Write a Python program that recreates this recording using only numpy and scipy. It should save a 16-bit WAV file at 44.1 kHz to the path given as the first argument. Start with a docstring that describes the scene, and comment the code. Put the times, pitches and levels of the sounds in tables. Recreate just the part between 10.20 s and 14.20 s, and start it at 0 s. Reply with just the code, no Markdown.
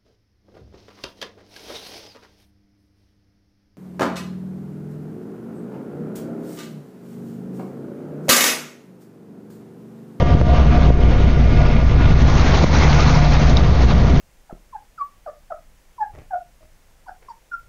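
"""On the deck of a motor cruiser crossing a harbour slowly, heard through one microphone. Two engines
run at slightly different speeds and beat against each other; their firings shake the hull and their gears
whine. Water washes and laps alongside, louder and brighter as the microphone turns to the churning wake.
Light gusts buffet the microphone, the deck takes a few dull bumps and a small fitting ticks.
The small recorder is close to overload."""
import sys
import numpy as np
from scipy import signal
from scipy.io import wavfile

SR = 44100
rng = np.random.default_rng(int(sys.argv[2]) if len(sys.argv) > 2 else 0)


def waveform_to_disk(signal):
    """Save audio, clipped to [-1, 1], as 16-bit WAV at the path in sys.argv[1]."""
    frames = np.transpose(np.atleast_2d(signal))
    scaled = np.clip(frames, -1, 1) * 32767
    samples = np.round(scaled).astype(np.int16)
    wavfile.write(sys.argv[1], SR, samples)


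N = 176400
TIME = np.arange(N) / SR


def from_db(db):
    """Decibels to gain."""
    return 10 ** (np.asarray(db) / 20)


def rms_one(x):
    """Scale to rms 1."""
    return x / np.sqrt(np.mean(x ** 2) + 1e-20)


def in_time(rows, column=1):
    """One column of a timed table at every sample."""
    rows = np.array(rows)
    return np.interp(TIME, rows[:, 0], rows[:, column])


def at_hz(spectrum, hz):
    """Read a spectrum on a log-frequency axis."""
    freqs, levels = np.transpose(spectrum)
    return np.interp(np.log(hz), np.log(freqs), levels)


def drift(rate_hz):
    """Smooth random wander with spread 1."""
    step, settle = 40, 2000
    r = np.exp(-2 * np.pi * step * rate_hz / SR)
    slow = signal.lfilter([1], [1, -2 * r, r * r], rng.standard_normal(N // step + settle + 2))[settle:]
    return np.interp(np.arange(N) / step, np.arange(len(slow)), rms_one(slow))


def ring(clicks, hz, t60):
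    """A unit click sets a decaying sine of height 1 ringing."""
    r, w = np.exp(-np.log(1000) / (t60 * SR)), 2 * np.pi * hz / SR
    return signal.lfilter([0, np.sin(w)], [1, -2 * r * np.cos(w), r * r], clicks + 1e-18)


def banded_noise(spectrum, flicker_db, flicker_hz):
    """Narrow noise bands shaped to a spectrum, each flickering on its own; rms 1."""
    edges = np.geomspace(16, 7600, 37)
    out, white = 0, rng.standard_normal((2, N + SR))
    for k, (low, high) in enumerate(zip(edges, edges[1:])):
        hz, flicker = np.sqrt(low * high), drift(flicker_hz)
        if spectrum[0][0] / 2 < hz < spectrum[-1][0] * 2:
            bandpass = signal.butter(2, [low, high], "band", fs=SR, output="sos")
            band = signal.sosfilt(bandpass, white[k % 2])[SR:]
            out = out + from_db(at_hz(spectrum, hz) + flicker_db * flicker) * band
    return rms_one(out)


def cycles(hz, wander):
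    """Cycles completed at a slightly unsteady rate."""
    return np.cumsum(hz * (1 + wander * drift(2.74))) / SR


def tone(turns, level_db, waver_db):
    """One partial wavering about an rms level."""
    height = np.sqrt(2) * from_db(level_db + waver_db * drift(8.3))
    return height * np.sin(2 * np.pi * (turns + rng.random()))


def strike(s, peak_db, modes, t60, contact_s):
    """A blow followed by a short rattle rings a set of modes, neighbours in opposite phase."""
    age = np.maximum(TIME - s, 0)
    force = (age > 0) * np.exp(-age / contact_s) * rng.standard_normal(N) / np.sqrt(contact_s * SR)
    force[int(s * SR)] += 1
    out = sum((-1) ** k * from_db(db) * rms_one(ring(force, hz, t60)) for k, (hz, db) in enumerate(modes))
    return from_db(peak_db) * out / np.abs(out).max()


# First engine's firing tone, from the deck: t/s, level/dB
FIRST_LEVEL = [(0, -19), (.55, -12), (.75, -10.5), (1.0, -17), (2.25, -16.5), (2.4, -21), (2.65, -23),
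               (3.0, -18.5), (4, -15)]
# Its deep throb, swelling and fading as a whole: t/s, level/dB
THROB_LEVEL = [(0, -38), (.55, -24), (.72, -18.5), (1.45, -17.5), (1.65, -20), (2.25, -16.5), (2.5, -33),
               (4, -27)]
# Tones of the throb: multiple of the firing rate, relative level/dB
THROB_TONES = [(.5, 1), (0.913, -5), (1.597, -6.5)]
# Second engine's firing rate: t/s, f/Hz
SECOND_RATE = [(0, 72.77), (.7, 71.68), (1.5, 71.82), (2.3, 73.0), (2.8, 73.54), (4, 73.7)]
# Its drone: t/s, firing tone level/dB, side tone level/dB
DRONE_LEVELS = [(0, -21, -33), (.48, -15.5, -32), (.72, -31, -36), (1.6, -31, -33), (1.9, -18, -24),
                (2.25, -24, -32), (2.45, -13, -31), (2.62, -13.5, -28), (2.8, -22, -22), (3.1, -22.5, -26),
                (3.75, -18, -25), (4, -20, -24)]
# Its octave: t/s, level/dB
OCTAVE_LEVEL = [(0, -25), (.5, -20.5), (.72, -26), (1.0, -24), (1.3, -22), (1.65, -19.5), (2.1, -20),
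                (2.35, -29), (2.65, -17), (3.0, -17), (3.45, -17.5), (3.7, -30), (4, -23)]
# Its side tones: multiple of the firing rate, relative level/dB
SIDE_TONES = [(.5, 4), (1.58, -2.5), (2.27, -5.5), (3.52, -10.5)]

def engines(first, second):
    """Low exhaust tones of two engines beat together; first and second count their firings."""
    throb_db, side_db = in_time(THROB_LEVEL), in_time(DRONE_LEVELS, column=2)
    partials = [(first, in_time(FIRST_LEVEL))]
    partials += [(second, in_time(DRONE_LEVELS)), (2 * second, in_time(OCTAVE_LEVEL))]
    partials += [(k * first, throb_db + db) for k, db in THROB_TONES]
    partials += [(k * second, side_db + db) for k, db in SIDE_TONES]
    return sum(tone(turns, db, waver_db=2.5) for turns, db in partials)


# The six cylinders in firing order: relative level/dB
CYLINDERS = [8.5, 0, 0, 0, 0, -1.5]

def firings(turns):
    """A smooth pulse for each firing, with the strength of its cylinder; rms 1."""
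    strength = from_db(CYLINDERS)[turns.astype(int) % len(CYLINDERS)]
    return rms_one(strength * np.sin(np.pi * turns) ** 4)


# Hull rumble underfoot: f/Hz, relative level/dB
HULL_SPECTRUM = [(20, -8), (45, -2), (70, -2), (110, -1), (170, -3.5), (235, -4), (300, -12), (400, -12),
                 (510, -17), (640, -15.5), (800, -29.5), (1200, -31.5), (2200, -38), (4000, -60)]
# Its rise and fall: t/s, level/dB
HULL_LEVEL = [(0, -18.5), (.7, -17), (1.3, -19), (1.8, -17.5), (2.3, -17), (2.6, -18), (3, -20), (3.5, -18),
              (4, -17.5)]

def hull(first, second):
    """The hull rumbles, shaken by the firings of both engines."""
    shake = rms_one(1 + 0.27 * (firings(first) + firings(second)))
    rumble = banded_noise(HULL_SPECTRUM, flicker_db=2, flicker_hz=8.3)
    return from_db(in_time(HULL_LEVEL)) * shake * rumble


# One gearbox's strongest tone, its third multiple: t/s, level/dB
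WHINE_SWELLS = [(0, -30), (.11, -25), (.22, -35), (.33, -25.5), (.45, -36.5), (.56, -26), (.72, -30.5),
                (.88, -39.5), (1.3, -39), (1.42, -28.5), (1.56, -42.5), (2.2, -40.5), (3.0, -31.5),
                (3.2, -34.5), (3.55, -36.5), (4, -37.5)]
# The rest of its whine: multiple, level/dB
WHINE_TONES = [(2, -46), (4, -42.5), (5, -40.5), (6, -49.5), (7, -52.5), (8, -51), (9, -53)]
# Gain on those tones and the casing: t/s, level/dB
WHINE_GAIN = [(0, 9.5), (.11, 6), (.22, -1), (.35, 4.5), (.55, 2.5), (.72, -1.5), (.88, -3.5), (1.25, -5),
              (1.42, 3), (1.58, -4), (2.6, -5), (3.1, -0.5), (4, -0.5)]
# Ringing engine casing: f/Hz, relative level/dB
CASING_SPECTRUM = [(480, -9), (560, 2), (630, 0.5), (720, -11.5), (820, -34)]
# Thin tones of the other, slightly faster gearbox: multiple, level/dB
WHIRR_TONES = [(2, -42), (4, -50), (5, -47), (6, -43.5), (7, -50.5), (9, -49), (10, -51)]
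# Its whirr: f/Hz, relative level/dB
WHIRR_SPECTRUM = [(1800, -15.5), (2050, -1.5), (2250, -4), (2450, -6.5), (2750, -17)]
# Gain on the thin tones and the whirr: t/s, level/dB
WHIRR_GAIN = [(0, -4.5), (.78, -1.5), (.93, 1.5), (1.2, 0.5), (1.45, 4.5), (1.65, -0.5), (1.82, 5.5),
              (2.1, 0), (2.8, 7.5), (3.4, -5), (4, -3.5)]

def gearboxes(first):
    """One gearbox whines over the ringing casing; the other's whirr buzzes with the firings."""
    whine, whirr = cycles(hz=237.3, wander=0.00096), cycles(hz=239.9, wander=0.002)
    whine_db, whirr_db = in_time(WHINE_GAIN), in_time(WHIRR_GAIN)
    partials = [(3 * whine, in_time(WHINE_SWELLS))]
    partials += [(k * whine, db + whine_db) for k, db in WHINE_TONES]
    partials += [(k * whirr, db + whirr_db) for k, db in WHIRR_TONES]
    jitter_cycles = 0.022
    tones = sum(tone(turns + jitter_cycles * drift(39), db, waver_db=1.1) for turns, db in partials)
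    casing = from_db(whine_db - 34.5) * banded_noise(CASING_SPECTRUM, flicker_db=4.3, flicker_hz=5.3)
    buzz = rms_one(1 + 0.26 * firings(first)) * from_db(whirr_db - 40.5 + drift(15))
    return tones + casing + buzz * banded_noise(WHIRR_SPECTRUM, flicker_db=3, flicker_hz=45)


# Wash close alongside: f/Hz, relative level/dB
WASH_SPECTRUM = [(400, 2), (750, 6.5), (1200, 5), (1700, -1), (2250, -2), (3000, -2.5), (3800, -6.5),
                 (4800, -14.5), (5700, -12.5), (6500, -27.5), (7200, -40.5)]
# Its level between wavelets: t/s, level/dB
WASH_LEVEL = [(0, -31), (.13, -31.5), (.19, -35), (.25, -37), (.33, -30), (.68, -29), (.78, -35),
              (1.0, -31), (1.25, -35), (1.45, -32), (1.65, -33.5), (1.8, -31), (1.92, -31.5), (4, -32.5)]

def wash():
    """Water rushes along the hull and swells with each wavelet."""
    strength = from_db(in_time(WASH_LEVEL)) + laps()
    return strength * banded_noise(WASH_SPECTRUM, flicker_db=1.84, flicker_hz=12)


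def drops(spectrum, per_s, ring_cycles):
    """Drops and small bubbles of random size, each ringing briefly; rms 1."""
    sizes = from_db(2 * np.minimum(rng.exponential(1, N), 4)) * rng.choice([-1, 1], N)
    clicks = sizes * (rng.random(N) < per_s / SR)
    pitches = np.geomspace(450, 6500, 24)
    pitch_index = rng.integers(0, len(pitches), N)
    out = 0
    for k, hz in enumerate(pitches):
        out += hz * from_db(at_hz(spectrum, hz)) * ring(clicks * (pitch_index == k), hz, ring_cycles / hz)
    return rms_one(out)


# The churning wake: f/Hz, relative level/dB
WAKE_SPECTRUM = [(200, -5.5), (400, 1), (900, 4.5), (1400, -1.5), (2300, -4), (3100, -11.5), (3800, -5),
                 (4900, -12), (5600, -7), (6400, -19.5), (7200, -34)]
# It comes up as the microphone turns towards it: t/s, level/dB
WAKE_LEVEL = [(0, -45.5), (1.65, -51), (2.0, -31.5), (2.2, -22.5), (2.35, -23.5), (2.46, -23), (2.53, -21),
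              (2.78, -22), (2.95, -23.5), (3.06, -26.5), (3.2, -23.5), (3.45, -30.5), (3.7, -28.5),
              (3.78, -33), (4, -29.5)]

def wake():
    """Churned water, full of drops and bubbles."""
    churn = banded_noise(WAKE_SPECTRUM, flicker_db=1.97, flicker_hz=14)
    bubbles = from_db(-6) * drops(WAKE_SPECTRUM, per_s=1000, ring_cycles=15)
    return from_db(in_time(WAKE_LEVEL)) * rms_one(churn + bubbles)


# Foam beside the boat: f/Hz, relative level/dB
FOAM_SPECTRUM = [(2500, -1.5), (3700, 2), (4800, -4), (5600, -1.5), (6400, -6.5), (7200, -23.5)]

def foam():
    """Foam fizzes faintly and steadily."""
    return from_db(-46) * banded_noise(FOAM_SPECTRUM, flicker_db=1.5, flicker_hz=20)


def water(first, second):
    """Wash, wake and foam surge with the engines' beat and with each firing of the first."""
    beat = 1 + 0.17 * np.cos(2 * np.pi * (second - first))
    surge = rms_one(beat * (1 + 0.057 * firings(first)))
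    return (wash() + wake() + foam()) * surge * from_db(0.5 * drift(20))


# Gusts right on the microphone: peak t/s, length/s, level/dB
GUSTS = [(.08, 0.32, -19), (1.847, 0.39, -19), (2.195, .2, -18.5), (3.95, 0.37, -18.5)]
# Their rumble: f/Hz, relative level/dB
GUST_SPECTRUM = [(60, -14), (85, 3.5), (110, 0.5), (150, -8.5), (250, -28)]

def wind():
    """Wind buffets the microphone in low, lumpy gusts that swell and fade."""
    strength = 0
    for s, length, db in GUSTS:
        strength += from_db(db) * np.cos(np.pi * np.clip((TIME - s) / length, -0.5, 0.5))
    return strength * banded_noise(GUST_SPECTRUM, flicker_db=1.5, flicker_hz=25)


# Bumps on the deck: t/s, peak level/dB, decay t60/s, treble tilt/(dB per octave)
BUMPS = [(.023, -3, .04, -1.5), (.146, -.5, .045, -4.5), (.214, 0, .014, -1), (.686, -8, .03, -2),
         (.701, 1.5, .02, 1.2), (2.425, -5, .07, -5), (2.438, 2.5, .03, .5)]
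# Resonances of the deck: f/Hz, relative level/dB
DECK_MODES = [(125, 0), (205, -3), (290, -5), (385, -8), (480, -8), (610, -12.5), (900, -23)]

def bumps():
    """Dull blows ring the deck, the hardest ones brightest."""
    out = 0
    for s, peak_db, t60, tilt in BUMPS:
        modes = [(hz, db + tilt * np.log2(hz / DECK_MODES[0][0])) for hz, db in DECK_MODES]
        out += strike(s, peak_db, modes, t60, contact_s=0.0015)
    return out


# Wavelets lapping at the hull: peak t/s, level/dB
LAPS = [(.43, -31.5), (1.465, -30), (1.86, -28.5), (2.35, -28), (2.80, -28), (3.17, -26), (3.71, -29)]

def laps(rise_s=0.025, fall_s=0.0084):
    """Strength that wavelets add to the wash: each swells, then breaks off."""
    return sum(from_db(db) * np.exp(-np.maximum((s - TIME) / rise_s, (TIME - s) / fall_s)) for s, db in LAPS)


# Bright splashes standing out of the wake: t/s, peak level/dB, f/Hz
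SPLASHES = [(2.570, -22, 5700), (2.805, -19.5, 5300), (2.950, -22, 5500)]

def splashes():
    """Each splash is a short spatter that rings at one pitch."""
    return sum(strike(s, db, [(hz, 0)], t60=0.014, contact_s=0.003) for s, db, hz in SPLASHES)


# A fitting on board and its bounce: t/s, peak level/dB
TICKS = [(3.370, -8.5), (3.375, -19)]
# Resonances of the fitting: f/Hz, relative level/dB
FITTING_MODES = [(3620, 2.5), (3900, 1), (4500, -8), (5200, -6), (6000, -13.5)]

def tick():
    """A small hard fitting clicks dryly and bounces once."""
    return sum(strike(s, db, FITTING_MODES, t60=0.008, contact_s=0.0004) for s, db in TICKS)


def scene():
    """Everything that reaches the microphone on deck, in mono."""
    first = cycles(hz=61.64, wander=0.004)
    second = cycles(in_time(SECOND_RATE), wander=0.004)
    machinery = engines(first, second) + hull(first, second) + gearboxes(first)
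    return (machinery + water(first, second) + splashes() + wind() + bumps() + tick())[None]


def limiter(x, threshold_db, attack_s, release_db_per_s):
    """The recorder turns down quickly on loud peaks and recovers steadily."""
    over_db = np.maximum(20 * np.log10(np.abs(x) + 1e-9) - threshold_db, 0)
    fall_db = release_db_per_s * TIME
    held_db = np.maximum.accumulate(over_db + fall_db, axis=-1) - fall_db
    r = np.exp(-1 / (attack_s * SR))
    return x * from_db(-signal.lfilter([1 - r], [1, -r], held_db))


def record(dry):
    """The small recorder: a limiter, an off-centre stage that rounds the peaks, a steep treble cut."""
    offset, ceiling, hardness, cutoff_hz = -0.107, 0.71, 12, 7650
    x = limiter(dry, threshold_db=-3, attack_s=0.0028, release_db_per_s=57) + offset
    rounded = x / (1 + np.abs(x / ceiling) ** hardness) ** (1 / hardness)
    return signal.sosfilt(signal.cheby2(20, 70, cutoff_hz, fs=SR, output="sos"), rounded)


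dry = scene()
out = record(dry)
waveform_to_disk(out)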